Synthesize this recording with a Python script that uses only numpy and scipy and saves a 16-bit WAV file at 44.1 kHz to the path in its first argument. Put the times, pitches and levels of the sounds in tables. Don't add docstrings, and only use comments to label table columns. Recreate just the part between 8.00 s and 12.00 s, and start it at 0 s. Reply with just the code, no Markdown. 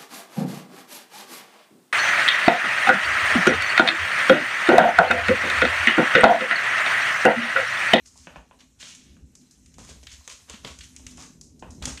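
import sys
import numpy as np
from scipy import signal
from scipy.fft import rfft, irfft, next_fast_len
from scipy.io import wavfile
from scipy.ndimage import uniform_filter1d, map_coordinates

SR = 44100
rng = np.random.default_rng(int(sys.argv[2]) if len(sys.argv) > 2 else 0)


def gain_from_db(level_db):
    decades = np.asarray(level_db, float) / 20
    return 10 ** decades


def materialize(psi):
    bounded = np.clip(np.atleast_2d(psi).T, -1, 1)
    quanta = np.round(bounded * 32767).astype(np.int16)
    wavfile.write(sys.argv[1], SR, quanta)


N = 176400
GRAIN_SPREAD_DB = 2.3
FIRST_BREAK = 0.6


def unit(x):
    return x / np.sqrt(np.mean(x ** 2) + 1e-20)


def along(points, hz):
    f, v = np.transpose(points)
    return np.interp(np.log(hz + 1), np.log(f + 1), v)


def curve(rows, axis=1):
    cols = np.transpose(rows)
    return np.interp(np.arange(N) / SR, cols[0], cols[axis])


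def wobble(rate):
    knots = rng.standard_normal(int(N * rate / SR) + 4)
    return map_coordinates(knots, [np.arange(N) * rate / SR])


def filtered(x, response):
    m = next_fast_len(N + SR // 2)
    r = response(np.fft.rfftfreq(m, 1 / SR))
    r = r / np.sqrt(np.mean(np.abs(r) ** 2))
    return irfft(rfft(x, m) * r, m)[..., :N]


def causal(points):
    def response(hz):
        cepstrum = irfft(np.log(gain_from_db(along(points, hz))))
        half = len(cepstrum) // 2
        cepstrum[1:half] *= 2
        cepstrum[half + 1:] = 0
        return np.exp(rfft(cepstrum))
    return response


def resonant(peaks):
    def response(f):
        total = 0
        for k, (centre, width, db) in enumerate(peaks):
            damping = 1j * f * width
            total = total + (-1) ** k * gain_from_db(db) * damping / (centre * centre - f * f + damping)
        return total
    return response


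def crackle(per_s, spread_db):
    size_draw, time_draw = rng.random((2, N))
    size = gain_from_db(-spread_db * np.log(size_draw + 1e-4)) * rng.standard_normal(N)
    gate = np.clip((per_s / SR - time_draw) * 300, 0.05, 1)
    return unit(size * gate)


# (time [s], level [dB])
HAND_PRESSURE = [(0, -66), (.25, -62.5), (.44, -71), (.56, -67), (.75, -69), (.96, -63), (1.25, -70),
                 (1.45, -65), (1.7, -66), (1.94, -61), (2.22, -60), (2.54, -60), (3.14, -60), (3.55, -70),
                 (3.8, -63), (4, -63)]
# (frequency [Hz], level [dB])
WRAPPING_HISS = [(410, -40), (700, -8), (1950, -7), (3720, -6), (4120, 0.5), (4440, -9.5), (6330, 2),
                 (14400, -17.5)]


def rustle():
    smooth = 0.99 * rng.standard_normal(N)
    grainy = 0.4 * crackle(2500, GRAIN_SPREAD_DB) * gain_from_db(wobble(14))
    z = signal.stft(unit(smooth + grainy), nperseg=256)[2]
    field = uniform_filter1d(rng.standard_normal(z.shape), 9, 0)
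    field = uniform_filter1d(field, 14, 1)
    patch_db = 2.4 * unit(field)
    patchy = signal.istft(z * gain_from_db(patch_db), nperseg=256)[1][:N]
    return gain_from_db(curve(HAND_PRESSURE)) * filtered(unit(patchy), lambda hz: gain_from_db(along(WRAPPING_HISS, hz)))


# (time [s], deep level [dB], drone level [dB])
RUMBLE_LEVELS = [(0.05, -63, -67), (.35, -59.5, -61), (.62, -68, -64), (.78, -60, -63), (.95, -67, -61.5),
                 (1.15, -55, -55), (1.55, -66, -61), (1.75, -53, -57), (1.9, -56, -53), (2.05, -61, -64),
                 (2.3, -69, -69), (2.6, -55, -59), (2.9, -54, -60), (3.15, -58, -51), (3.52, -63, -56),
                 (3.75, -50, -48), (3.86, -47, -44), (4, -58, -52)]
# (frequency [Hz], level [dB])
DRONE_COLOUR = [(82, 1), (140, 12.5), (259, 12.5), (457, -2), (900, -15), (1170, -31), (1980, -120)]
# (frequency [Hz], width [Hz], level [dB])
DRONE_MODES = [(157.5, 15, -3.5), (200.2, 16, -5), (252, 18, -1.5), (346, 16, -9.5), (419, 17, -9.5)]
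# (frequency [Hz], width [Hz], level [dB])
HUM_MODES = [(42, 17, -11.5), (69, 38.7, -5), (126, 9.1, -12)]


def modal_noise(peaks):
    once = filtered(rng.standard_normal(N), resonant(peaks))
    return unit(filtered(once, resonant(peaks)))


def rumble():
    broad = unit(filtered(rng.standard_normal(N), lambda hz: gain_from_db(along(DRONE_COLOUR, hz))))
    drone = unit(broad + modal_noise(DRONE_MODES))
    drone_level = gain_from_db(curve(RUMBLE_LEVELS, axis=2) + wobble(12))
    hum_level = gain_from_db(curve(RUMBLE_LEVELS) + 2.9 * wobble(8.8))
    return drone_level * drone + hum_level * modal_noise(HUM_MODES)


# (frequency [Hz], level [dB])
FILM_COLOUR = [(1500, -40), (3500, -15), (5000, -4), (6600, 0), (9000, -10), (14500, -37)]
# (frequency [Hz], level [dB])
TAPE_COLOUR = [(500, -36), (1500, -7), (2300, -1.5), (3200, 0), (4600, -3.5), (9000, -34)]
# (frequency [Hz], level [dB])
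CARTON_COLOUR = [(150, -24), (480, -5), (800, -7), (1100, 0), (1800, -6), (4000, -30)]


def materials(drive):
    colours = (FILM_COLOUR, TAPE_COLOUR, CARTON_COLOUR)
    return sum(filtered(d, causal(colour)) for d, colour in zip(drive, colours))


# (start [s], length [s], film level [dB], tape level [dB], carton level [dB])
BLADE_STROKES = [(0.03, 0.23, -63, -88, -78.5), (0.586, 0.047, -60, -59, -65),
                 (0.783, 0.21, -48.5, -50, -62.5), (0.158, 0.14, -61, -68, -79),
                 (3.06, 0.13, -67, -65.5, -69.5), (0.95, 0.26, -68.5, -67.5, -87),
                 (1.776, 0.12, -54.5, -57.5, -59.5), (2.085, 0.085, -54, -58, -74),
                 (2.29, 0.06, -48, -51, -60), (2.495, 0.09, -56, -51, -54), (2.653, 0.043, -51.5, -48, -54),
                 (2.829, 0.035, -52, -58, -67), (2.66, 0.1, -57, -58, -61), (3.625, 0.11, -80, -74, -60),
                 (0.27, 0.2, -80, -69, -63), (3.704, 0.04, -58, -94, -62.5), (3.818, 0.15, -45.5, -47, -52)]
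# (start [s], length [s], film level [dB], tape level [dB], carton level [dB])
SLOW_DRAGS = [
    (1.85, 0.095, -51, -52, -60),
    (2.46, 0.07, -59, -62, -63),
    (2.625, 0.035, -60, -58, -56),
    (3.15, 0.14, -47, -55, -55),
    (2.36, 0.1, -70, -68, -72),
    (2.22, 0.06, -61, -70, -75),
]


def strokes():
    t, env = np.arange(N) / SR, np.zeros((3, N))
    for rows, rise, hold in ((BLADE_STROKES, 0.12, 0.58), (SLOW_DRAGS, 0.45, 0.6)):
        for start, length, *db in rows:
            shape = np.interp((t - start) / length, [0, rise, hold, 1], [0, 1, 1, 0])
            env += gain_from_db(db)[:, None] * shape ** 1.63
    shared_db = 2 * wobble(50)
    own_db = 2 * np.array([wobble(34.7), wobble(34.16), wobble(35.14)])
    grains = np.array([crackle(4500, GRAIN_SPREAD_DB) for _ in env])
    return materials(env * gain_from_db(shared_db + own_db) * grains)


def breaks(rows, decay_s, rise_s, gains_db, first=0):
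    t = np.arange(SR // 25) / SR
    out = np.zeros((len(gains_db), 2, N + SR))
    fine = np.array([crackle(9000, 1.6) for _ in gains_db])
    onset = t == 0
    envelope = gain_from_db(-20 * t / np.asarray(decay_s)) * (1 - np.exp(-t / rise_s))
    for k, (s, *db) in enumerate(rows):
        burst = fine[:, k * len(t):][:, :len(t)] * envelope
        burst = burst / np.linalg.norm(burst, axis=1)[:, None] + first * onset
        click = np.linalg.norm(burst, axis=1)[:, None] * onset
        level = gain_from_db(np.add(db, gains_db))[:, None, None]
        out[..., round(s * SR):][..., :len(t)] += level * np.stack([burst, click], axis=1)
    return out[..., :N]


# (time [s], film level [dB], tape level [dB], carton level [dB])
SHARP_SNAPS = [(0.8278, -43, -37.5, -55), (1.3529, -35.5, -58.5, -65), (1.6605, -41.5, -56.5, -92),
               (1.7833, -39, -59, -49), (2.0693, -35.5, -38, -57.5), (2.2767, -27.5, -38.5, -39.5),
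               (2.2984, -36, -60, -66), (2.4973, -28, -38.5, -49), (2.6481, -36, -32, -38),
               (2.7886, -32, -48, -77), (2.9635, -29.5, -46, -64), (3.0664, -27.5, -39.5, -50.5),
               (3.4121, -30.5, -60, -64), (3.8241, -29.5, -34.5, -39.5), (3.8547, -15, -31, -59)]
# (time [s], film level [dB], tape level [dB], carton level [dB])
SOFT_CRINKLES = [(0.0566, -37, -52.5, -57), (0.0702, -36, -67, -68), (0.3607, -47, -61, -67),
                 (0.9481, -33, -51, -61), (1.509, -39, -72, -64), (1.7392, -43.5, -54, -77),
                 (2.0293, -38, -48, -83), (2.1344, -47, -45.5, -66), (2.8067, -36, -35, -78),
                 (3.109, -38, -56, -73), (3.1717, -34, -47, -73), (3.5926, -40, -65, -68),
                 (3.704, -36, -58, -75), (3.9732, -33, -33, -56), (0.8056, -42, -46, -70),
                 (0.604, -44, -46, -66), (2.1166, -42, -46, -70), (2.834, -38, -46, -62),
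                 (3.7469, -44, -70, -75), (1.4117, -50, -65, -80), (1.0355, -47, -60, -80),
                 (3.205, -40, -52, -70), (2.998, -48, -60, -70)]
# (decay per material [s], rise [s], gain per material [dB])
SNAP_COURSE = ([[0.0061], [0.014], [0.0094]], 0.00039, [10.85, 20.1, 19.75])
# (decay [s], rise [s], gain per material [dB])
CRINKLE_COURSE = (0.021, 0.001, [12.2, 18.6, 14.7])


def snaps():
    sharp = breaks(SHARP_SNAPS, *SNAP_COURSE, first=FIRST_BREAK)
    return materials(sharp + breaks(SOFT_CRINKLES, *CRINKLE_COURSE))


# (time [s], body level [dB], panel level [dB], face level [dB])
CARTON_TAPS = [(0.157, -55, -44, -66), (0.271, -29, -32, -26), (0.359, -31, -29, -30),
               (0.511, -42, -36.5, -40), (1.167, -62, -66, -46), (1.784, -33, -48, -60),
               (3.18, -48, -35, -39), (3.625, -24.5, -28.5, -33), (3.874, -23.5, -32, -32),
               (0.615, -60, -48, -52), (1.891, -33, -58, -58), (2.209, -56, -49, -58),
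               (2.277, -42, -37, -45), (2.647, -21.5, -42, -44), (2.996, -48, -48, -49),
               (3.819, -31, -41, -47), (1.815, -42, -48, -60), (3.205, -60, -42, -44),
               (0.829, -42, -50, -60), (1.96, -43, -60, -66), (2.03, -39, -66, -66), (2.499, -34, -50, -55),
               (3.704, -44, -60, -66), (3.855, -27, -45, -50), (2.134, -46, -62, -64)]
# (frequency [Hz], width [Hz], level [dB])
BODY_MODES = [(175, 80, 3), (420, 220, -1), (600, 220, 0)]
# (frequency [Hz], width [Hz], level [dB])
PANEL_MODES = [(800, 380, -2), (1070, 220, 1)]
# (frequency [Hz], width [Hz], level [dB])
FACE_MODES = [(1450, 650, 0), (1950, 600, -1), (2550, 700, -1), (4000, 1000, -18)]


def taps():
    drive = breaks(CARTON_TAPS, 0.026, 0.00033, [17, 17, 17], first=2 * FIRST_BREAK)
    walls = (BODY_MODES, PANEL_MODES, FACE_MODES)
    ringing = sum(filtered(d, resonant(wall)) for d, wall in zip(drive, walls))
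    soft_contact = causal([(2800, -1), (4800, -16), (20000, -76)])
    return filtered(ringing, soft_contact) * 0.12


# (time [s], level [dB], frequency [Hz])
BED_THUMPS = [(0.37, -40, 56.5), (1.1, -40.5, 71.4), (1.221, -36.5, 69), (1.798, -41, 230),
              (2.504, -41, 67.3), (2.538, -34, 217), (2.652, -37.5, 131), (2.699, -38.5, 70),
              (2.963, -44, 68.5), (3.06, -50, 74), (3.692, -35.5, 81.4), (3.83, -34.5, 76),
              (3.871, -31, 139), (3.919, -32.5, 63.5), (1.9, -40, 70), (1.99, -41, 65), (2.125, -41, 70),
              (2.185, -41, 72), (0.19, -44, 75), (0.275, -40, 170), (0.365, -41, 170), (1.24, -44, 140),
              (2.79, -42, 68), (1.81, -42, 110)]


def thumps():
    out, t = np.zeros(N + SR), np.arange(SR // 4) / SR
    for s, db, hz in BED_THUMPS:
        u = t * hz / 1.01
        pulse = u * np.exp(1 - u) * np.sin(2 * np.pi * hz * t)
        out[round(s * SR):][:len(t)] += gain_from_db(db - 6) * pulse
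    return out[:N]


# (frequency [Hz], time to fall 60 dB [s])
ROOM_DECAY = [(300, 0.31), (2000, 0.3), (7000, 0.38), (14000, 0.24)]


def room(x, count=16):
    out, step = np.zeros(N + 2 * SR), N // count
    gap_s, early = 0.015, gain_from_db(-3.5)
    for k in range(count):
        hz, t, z = signal.stft(rng.standard_normal(SR // 2), SR, nperseg=256)
        decay = gain_from_db(-60 * t / along(ROOM_DECAY, hz)[:, None])
        tail = signal.istft(z * decay, SR, nperseg=256)[1]
        tail_s = np.arange(len(tail)) / SR
        tail = tail * np.interp(tail_s, [0.002, 0.003, gap_s, gap_s + 0.007], [0, early, early, 1])
        wet = signal.fftconvolve(x[k * step:(k + 1) * step], tail / np.linalg.norm(tail))
        out[k * step:][:len(wet)] += wet
    return out[:N]


def scene():
    floor = rustle() + rumble()
    near, far = strokes() + snaps() + taps()
    return (near + gain_from_db(-3) * room(far) + floor + thumps())[None]


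def top_cut(x):
    return signal.sosfilt(signal.butter(12, 14970, fs=SR, output="sos"), x)


def record(dry):
    m = next_fast_len(N + 8192)
    above_hz = np.fft.rfftfreq(m, 1 / SR) - 14480
    edge = gain_from_db(-np.clip(above_hz / 4, 0, 45))
    mix = irfft(rfft(dry, m) * edge, m)[:, :N]
    return top_cut(mix)


dry = scene()
out = record(dry)
materialize(out)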